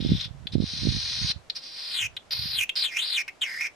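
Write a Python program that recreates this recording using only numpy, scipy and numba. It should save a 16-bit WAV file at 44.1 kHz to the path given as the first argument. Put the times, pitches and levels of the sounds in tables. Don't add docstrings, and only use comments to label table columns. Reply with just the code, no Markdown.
import sys
import numpy as np
from scipy import signal
from scipy.fft import rfft, irfft
from scipy.io import wavfile
from scipy.ndimage import uniform_filter1d
from numba import njit

SR = 44100
rng = np.random.default_rng(int(sys.argv[2]) if len(sys.argv) > 2 else 0)


def to_linear_factor(level_db):
    exponent = np.asarray(level_db, float) / 20
    return 10 ** exponent


def dump_mix(stems):
    frames = np.atleast_2d(stems).T
    limited = np.clip(frames, -1, 1)
    pcm = np.round(limited * 32767).astype(np.int16)
    wavfile.write(sys.argv[1], SR, pcm)


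N = 165375

OPEN_HZ = 4500
JITTER, PULSE_SPREAD_DB = 0.18, 1.8
BREATH_DB, BREATH_DB_PER_DB, BREATH_DECAY_S = -19, 0.7, 0.0012
SLACK_DB, SLACK_RANGE_DB = -44, 16
LOW_CUT_HZ = 1280
NARROWING = 0.55
UPPER_DB_PER_OCTAVE = 11.5
FILL_DB, FILL_DB_PER_OCTAVE = -54.5, 32

# t/s, level/dB re usual pulse
HARD_PULSES = [(0.212, 5.5), (0.212, 7), (.470, 8.5), (0.4723, 1), (.581, 9), (1.4995, -15), (1.503, -1),
               (2.1645, 15.5), (2.1713, 6), (2.329, 7), (2.612, 21.5), (2.9681, 7), (2.969, 5), (3.611, 1)]


def snipe():
    level_db, throat_hz, ratio, upper_db, pulse_hz, width, air_db = controls()
    effort_db = level_db - SLACK_DB
    pulse_hz = pulse_hz * np.clip(1 + effort_db / SLACK_RANGE_DB, 0.5, 1)
    wander = np.repeat(rng.standard_normal(N // 64 + 1), 64)[:N]
    cycles = np.cumsum(pulse_hz * np.exp(JITTER * wander) / SR)
    beats = np.diff(np.floor(cycles), prepend=0)
    pulses = beats * to_linear_factor(PULSE_SPREAD_DB * rng.standard_normal(N))

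    decay = np.exp(-1 / (BREATH_DECAY_S * SR))
    puffs = signal.lfilter([1], [1, -decay], pulses) * rng.standard_normal(N)
    breath_db = BREATH_DB + BREATH_DB_PER_DB * np.clip(effort_db, 0, 16)
    hard = np.full(N, 1e-18)
    for t_s, hard_db in HARD_PULSES:
        hard[int(t_s * SR)] = to_linear_factor(hard_db)

    low_cut = signal.butter(2, LOW_CUT_HZ, "high", fs=SR, output="sos")
    tight = (throat_hz / OPEN_HZ) ** NARROWING
    shape = throat_hz, 1 + (ratio - 1) * tight, width * tight
    rasp = tract(signal.sosfilt(low_cut, pulses + to_linear_factor(breath_db) * puffs), *shape)
    even = 1 / np.sqrt(uniform_filter1d(rasp ** 2, size=1800, axis=1))
    throat, upper, fill, air = (rasp + tract(signal.sosfilt(low_cut, hard), *shape)) * even

    octaves = np.log2(throat_hz / OPEN_HZ)
    upper_db = upper_db - UPPER_DB_PER_OCTAVE * octaves
    fill_db = FILL_DB - FILL_DB_PER_OCTAVE * octaves
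    voice = throat + to_linear_factor(fill_db) * fill - to_linear_factor(upper_db) * upper + to_linear_factor(air_db) * air
    return to_linear_factor(level_db) * voice


CHIP_RATIO, CHIP_PULSE_HZ, CHIP_WIDTH, CHIP_AIR_DB = 1.31, 370, 0.13, -27
CHIP_RELEASE_DB_PER_S = 1499.5

# t/s, level/dB, throat f/Hz
LONG_NOTES = [
    [(0.0, -41, 3550), (0.204, -36, 3620), (0.212, -31, 3900), (0.222, -36.5, 3570), (0.252, -35, 3600),
     (0.29, -62, 3530)],
    [(0.521, -46, 3840), (0.537, -39, 3880), (0.575, -61, 3760), (0.609, -45, 3870), (0.687, -36.5, 4170),
     (0.893, -33.5, 4100), (1.039, -32.5, 4210), (1.209, -31.5, 4100), (1.247, -31, 4310),
     (1.315, -26.5, 4000), (1.35, -82, 4130)],
    [(1.548, -45, 4624), (1.564, -33, 4670), (1.602, -50, 4430), (1.648, -42, 4760), (1.718, -44.5, 4530),
     (1.778, -39, 4540), (1.904, -36.5, 4340), (1.95, -30.5, 3800), (2.028, -28.5, 2560),
     (2.066, -34, 2460), (2.078, -55.5, 2640), (2.09, -68, 2497)],
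    [(2.303, -72, 4825), (2.309, -33, 4500), (2.329, -26.5, 4500), (2.345, -32.5, 4422),
     (2.509, -33.5, 4460), (2.549, -30.5, 4110), (2.605, -25.5, 2550), (2.609, -29.5, 2530),
     (2.639, -28, 2387), (2.67, -93.5, 2460)],
    [(2.754, -37, 4580), (2.764, -26.5, 4330), (2.812, -28.5, 4394), (2.852, -24.5, 3466),
     (2.88, -37.5, 2900), (2.908, -43.5, 2200), (2.926, -40, 2019), (2.96, -35.5, 2300),
     (2.972, -25.5, 2380), (2.98, -29.5, 2700), (2.992, -27.5, 2870), (3.064, -31.5, 4270),
     (3.092, -32, 4266), (3.154, -27.5, 3574), (3.184, -26.5, 2300), (3.22, -34.5, 2150),
     (3.23, -71.5, 2243), (3.25, -76, 2020)],
    [(3.41, -41, 3205), (3.418, -26.5, 3391), (3.438, -27, 2690), (3.458, -35.5, 2240), (3.48, -36.5, 1995),
     (3.562, -38, 1843), (3.6, -35, 2049), (3.612, -27.5, 2137), (3.618, -31, 2290), (3.67, -31.5, 2224),
     (3.71, -73, 2192)],
]
# second throat peak/ratio,
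# upper resonance level/dB, pulse f/Hz, throat bandwidth/share of f, airy top level/dB
LONG_NOTE_COLOURS = [(1.58, -33.5, 420, 0.15, -30), (1.46, -26.5, 520, 0.16, -37),
                     (1.204, -18, 590, 0.25, -21), (1.14, -21.5, 710, .2, -13.5),
                     (1.167, -20, 680, 0.19, -23.5), (1.086, -23, 600, 0.25, -28.5)]
# t/s, length before release/s, level/dB, throat f/Hz, upper level at OPEN_HZ/dB
SHORT_CHIPS = [(0.47, 0.003, -38, 3480, -40), (1.498, 0.0027, -30.5, 3990, -54),
               (2.166, 0.0035, -34.5, 3170, -32), (2.692, 0.0036, -27, 2710, -30.5),
               (3.279, .012, -36, 2170, -28)]


def controls():
    t, out = np.arange(N) / SR, np.zeros((7, N))
    parts = [(np.array(rows), colour) for rows, colour in zip(LONG_NOTES, LONG_NOTE_COLOURS)]
    release_s = 40 / CHIP_RELEASE_DB_PER_S
    for start, length, db, hz, upper_db in SHORT_CHIPS:
        end = start + length
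        rows = np.array([(start, db, hz), (end, db, hz), (end + release_s, db - 40, hz)])
        parts.append((rows, (CHIP_RATIO, upper_db, CHIP_PULSE_HZ, CHIP_WIDTH, CHIP_AIR_DB)))
    for rows, colour in sorted(parts, key=lambda part: part[0][0, 0]):
        on = t >= rows[0, 0]
        out[0, on] = np.interp(t[on], rows[:, 0], rows[:, 1], right=-120)
        out[1, on] = np.interp(t[on], rows[:, 0], rows[:, 2])
        out[2:, on] = np.array(colour)[:, None]
    return out


WINDPIPE_HZ, WINDPIPE_WIDTH, WINDPIPE_GAIN = 1444, 0.04, 1.08
DIP_RATIO, DIP_WIDTH, DIP_FADE = 1.14, 0.96, 1.96
UPPER_WIDTH, FILL_WIDTH = 0.54, 1.9
AIR_BAND_HZ = 8950, 13340

# throat f/Hz, upper f/Hz
UPPER_TRACK = [(1950, 4980), (2450, 5980), (3200, 7250), (4600, 10340)]


def tract(source, hz, ratio, width):
    windpipe = peak(source, WINDPIPE_HZ + 0 * hz, WINDPIPE_WIDTH)
    lifted = source + WINDPIPE_GAIN * windpipe
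    throat = resonate(resonate(lifted, hz, width), hz * ratio, width)
    dip_depth = np.minimum(hz / OPEN_HZ, 1) ** DIP_FADE
    throat = throat - dip_depth * peak(throat, hz * ratio * DIP_RATIO, DIP_WIDTH)

    upper_hz = np.interp(hz, *np.transpose(UPPER_TRACK))
    upper_width = UPPER_WIDTH * (hz / OPEN_HZ) ** 2
    upper = peak(peak(source, upper_hz, upper_width), upper_hz, 2 * upper_width)
    fill = peak(source, np.sqrt(hz * upper_hz), FILL_WIDTH)
    air_band = signal.butter(1, AIR_BAND_HZ, "band", fs=SR, output="sos")
    return np.array([throat, upper, fill, signal.sosfilt(air_band, source)])


def resonate(x, hz, width):
    a1, a2 = poles(hz, width)
    return biquad(x, 1 + a1 + a2, 0 * hz, 0 * hz, a1, a2)


def peak(x, hz, width):
    a1, a2 = poles(hz, width)
    return biquad(x, (1 - a2) / 2, 0 * hz, (a2 - 1) / 2, a1, a2)


def poles(hz, width):
    radius = np.exp(-np.pi * hz * width / SR)
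    angle = 2 * np.pi * np.minimum(hz, SR / 2.2) / SR
    return -2 * radius * np.cos(angle), radius * radius


@njit
def biquad(x, b0, b1, b2, a1, a2):
    y, s1, s2 = np.zeros_like(x), 0., 0.
    for i in range(len(x)):
        y[i] = b0[i] * x[i] + s1
        s1 = b1[i] * x[i] - a1[i] * y[i] + s2
        s2 = b2[i] * x[i] - a2[i] * y[i]
    return y


FIELD_DB, FIELD_T60_S, FIELD_DELAY_S = -10, 0.18, 0.0027
ECHO_DULL_HZ, BIRD_PAN_DB = 6500, -0.55

# delay/ms, left gain, right gain (before dulling and pan)
CLOSE_BOUNCES = [(0.41, -0.21, 0.27), (0.68, -0.35, -0.017), (0.91, -0.12, 0.055), (1.22, 0.3, 0.03),
                 (1.45, 0.14, -0.25), (2.15, -0.19, 0.18), (2.81, 0.26, 0.27), (3.2, 0.61, 0.26),
                 (3.45, 0.47, -0.34), (3.76, 0.51, 0.058), (4.06, -0.43, 0.26), (4.29, -0.29, 0.37),
                 (5.06, 0.22, -0.24), (6.44, -0.22, -0.03), (6.96, -0.2, 0.064), (7.48, 0.07, -0.043)]


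def outdoors(voice):
    t = np.arange(SR // 3) / SR
    decay = to_linear_factor(-60 * t / FIELD_T60_S) * (t > FIELD_DELAY_S)
    reply = rng.standard_normal((2, len(t))) * decay
    reply *= to_linear_factor(FIELD_DB) / np.sqrt(np.sum(reply ** 2, axis=1, keepdims=True))
    for delay_ms, left, right in CLOSE_BOUNCES:
        reply[:, int(round(delay_ms * SR / 1000))] += left, right
    dull = signal.filtfilt(*signal.butter(1, ECHO_DULL_HZ, fs=SR), voice)
    echoes = signal.fftconvolve(dull[None], reply, axes=1)[:, :N]
    return (voice + echoes) * to_linear_factor([[BIRD_PAN_DB / 2], [-BIRD_PAN_DB / 2]])


LUMPS_PER_S, LUMP_LOW_HZ, LUMP_HIGH_HZ = 40, 70, 140
LEFT_GUST_DB = -13.5
RUMBLE_DB, RUMBLE_TOP_HZ, WIND_LOW_CUT_HZ = 7, 118, 56.5

# t/s, level/dB, f/Hz, port (0 left, 1 right)
WIND_THUMPS = [(0.004, -17, 196, 1), (0.026, -17, 176, 1), (0.05, -11.5, 220, 1), (0.063, -17, 191, 0),
               (0.063, -11, 202, 1), (0.072, -18.5, 135, 1), (0.093, -16.5, 190, 1), (0.103, -12.5, 126, 0),
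               (0.109, -16, 159, 1), (0.121, -8.5, 160, 0), (0.12, -4.5, 171, 1), (0.136, -12, 140, 0),
               (0.151, -13, 120, 0), (0.153, -20, 140, 1), (0.166, -26, 112, 0), (0.171, -44, 98, 1),
               (0.181, -27, 117, 1), (0.259, -28, 103, 1), (0.31, -23.5, 91, 1), (0.458, -27.5, 146.3, 1),
               (0.506, -55, 91, 1), (0.536, -23.5, 157, 1), (0.555, -5, 214, 1), (0.554, -26, 155, 0),
               (0.565, -15.5, 155, 1), (0.583, -13.5, 190, 1), (0.605, -28, 141, 0), (0.603, -7, 177, 1),
               (0.624, -17.5, 260, 1), (0.633, -22.5, 126, 0), (0.64, -11.5, 159, 1),
               (0.737, -24.5, 145, 1), (0.767, -28.5, 141, 1), (0.789, -31, 132, 1), (0.821, -29, 158, 1),
               (0.834, -19, 203, 1), (0.854, -11, 165, 1), (0.859, -26, 109, 0), (0.872, -8.5, 220, 1),
               (0.889, -12, 138, 1), (0.909, -25, 139, 1), (0.923, -20, 178, 1), (0.949, -18, 128, 1),
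               (0.968, -17.5, 149, 1), (1.188, -29.5, 125, 1), (1.219, -23, 132, 1), (1.231, -33, 162, 1),
               (1.247, -17.5, 120, 1), (1.301, -25.5, 129, 1), (1.362, -24.5, 93.5, 1),
               (2.395, -26, 101, 1), (2.457, -28.5, 144, 1)]
# t/s, level/dB
GUST_LEVEL = [(0.0, -37.5), (0.13, -29.5), (0.2, -46), (0.49, -47.5), (0.56, -30), (0.66, -37.5),
              (0.7, -52.5), (0.81, -38.5), (0.86, -30), (0.91, -32.5), (0.98, -34.5), (1.01, -48),
              (1.2, -42.5), (1.25, -37), (1.33, -54), (1.37, -44), (1.42, -63), (1.75, -83), (1.98, -66),
              (2.05, -45), (2.23, -70.5), (2.4, -44.5), (2.61, -52), (2.73, -82), (3.73, -80), (3.75, -82)]


def wind():
    strong, small = np.zeros((2, 2, N))
    phases = rng.uniform(0, 2 * np.pi, len(WIND_THUMPS))
    for (t_s, db, hz, port), phase in zip(WIND_THUMPS, phases):
        add_thump(strong[int(round(port))], t_s, db, hz, phase)
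    for port in small:
        for place, pitch, turn in rng.random((int(LUMPS_PER_S * N / SR), 3)):
            hz = LUMP_LOW_HZ + pitch * (LUMP_HIGH_HZ - LUMP_LOW_HZ)
            add_thump(port, place * N / SR, 0, hz, 2 * np.pi * turn)
    gust_db = np.interp(np.arange(N) / SR, *np.transpose(GUST_LEVEL))
    low_pass = signal.butter(4, RUMBLE_TOP_HZ, fs=SR, output="sos")
    rumble = rms_one(signal.sosfilt(low_pass, rng.standard_normal((2, N))))
    between = rms_one(small) + to_linear_factor(RUMBLE_DB) * rumble
    both = strong + between * to_linear_factor(gust_db + np.array([[LEFT_GUST_DB], [0]]))
    low_cut = signal.butter(3, WIND_LOW_CUT_HZ, "high", fs=SR, output="sos")
    return signal.sosfilt(low_cut, both)


THUMP_CYCLES = 0.35
CORE_SHARE, CORE_DB = 0.49, -12.5


def add_thump(out, t_s, db, hz, phase):
    i = np.arange(max(int((t_s - 0.04) * SR), 0), min(int((t_s + 0.04) * SR), N))
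    cycles = (i / SR - t_s) * hz
    for share, part_db in ((1, db), (CORE_SHARE, db + CORE_DB)):
        turns = cycles / share
        bell = np.exp(-0.5 * (turns / THUMP_CYCLES) ** 2)
        out[i] += to_linear_factor(part_db) * bell * np.cos(2 * np.pi * turns + phase)


def rms_one(x):
    return x / np.sqrt(np.mean(x ** 2) + 1e-20)


AMBIENCE_RMS_DB, AMBIENCE_ALIKE = -56, 0.28

# f/Hz, level/dB
HISS_SPECTRUM = [(120, -3), (200, -3.5), (485, -3), (570, -0.5), (708, -1.5), (880, -4.5), (1510, -8),
                 (6770, -19.5), (12700, -30.5), (15000, -60)]


def ambience():
    hz, db = np.transpose(HISS_SPECTRUM)
    bins_hz = np.fft.rfftfreq(N, 1 / SR)
    shape = to_linear_factor(np.interp(np.log(bins_hz + 1), np.log(hz), db))
    mid, side = irfft(rfft(rng.standard_normal((2, N))) * shape, N)
    common = np.sqrt(1 + AMBIENCE_ALIKE) * mid
    apart = np.sqrt(1 - AMBIENCE_ALIKE) * side * [[1], [-1]]
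    return to_linear_factor(AMBIENCE_RMS_DB) * rms_one(common + apart)


def scene():
    return outdoors(snipe()) + wind() + ambience()


def band_limit(x):
    return signal.sosfilt(signal.butter(12, 15320, fs=SR, output="sos"), x)


MIC_DIP_HZ, MIC_DIP_Q, TOP_CUT_HZ = 12030, 18, 14300


def record(dry):
    dip = signal.lfilter(*signal.iirpeak(MIC_DIP_HZ, MIC_DIP_Q, fs=SR), dry)
    top_cut = signal.ellip(12, 1, 45, TOP_CUT_HZ, fs=SR, output="sos")
    mix = signal.sosfilt(top_cut, dry - dip)
    return band_limit(mix)


dry = scene()
out = record(dry)
dump_mix(out)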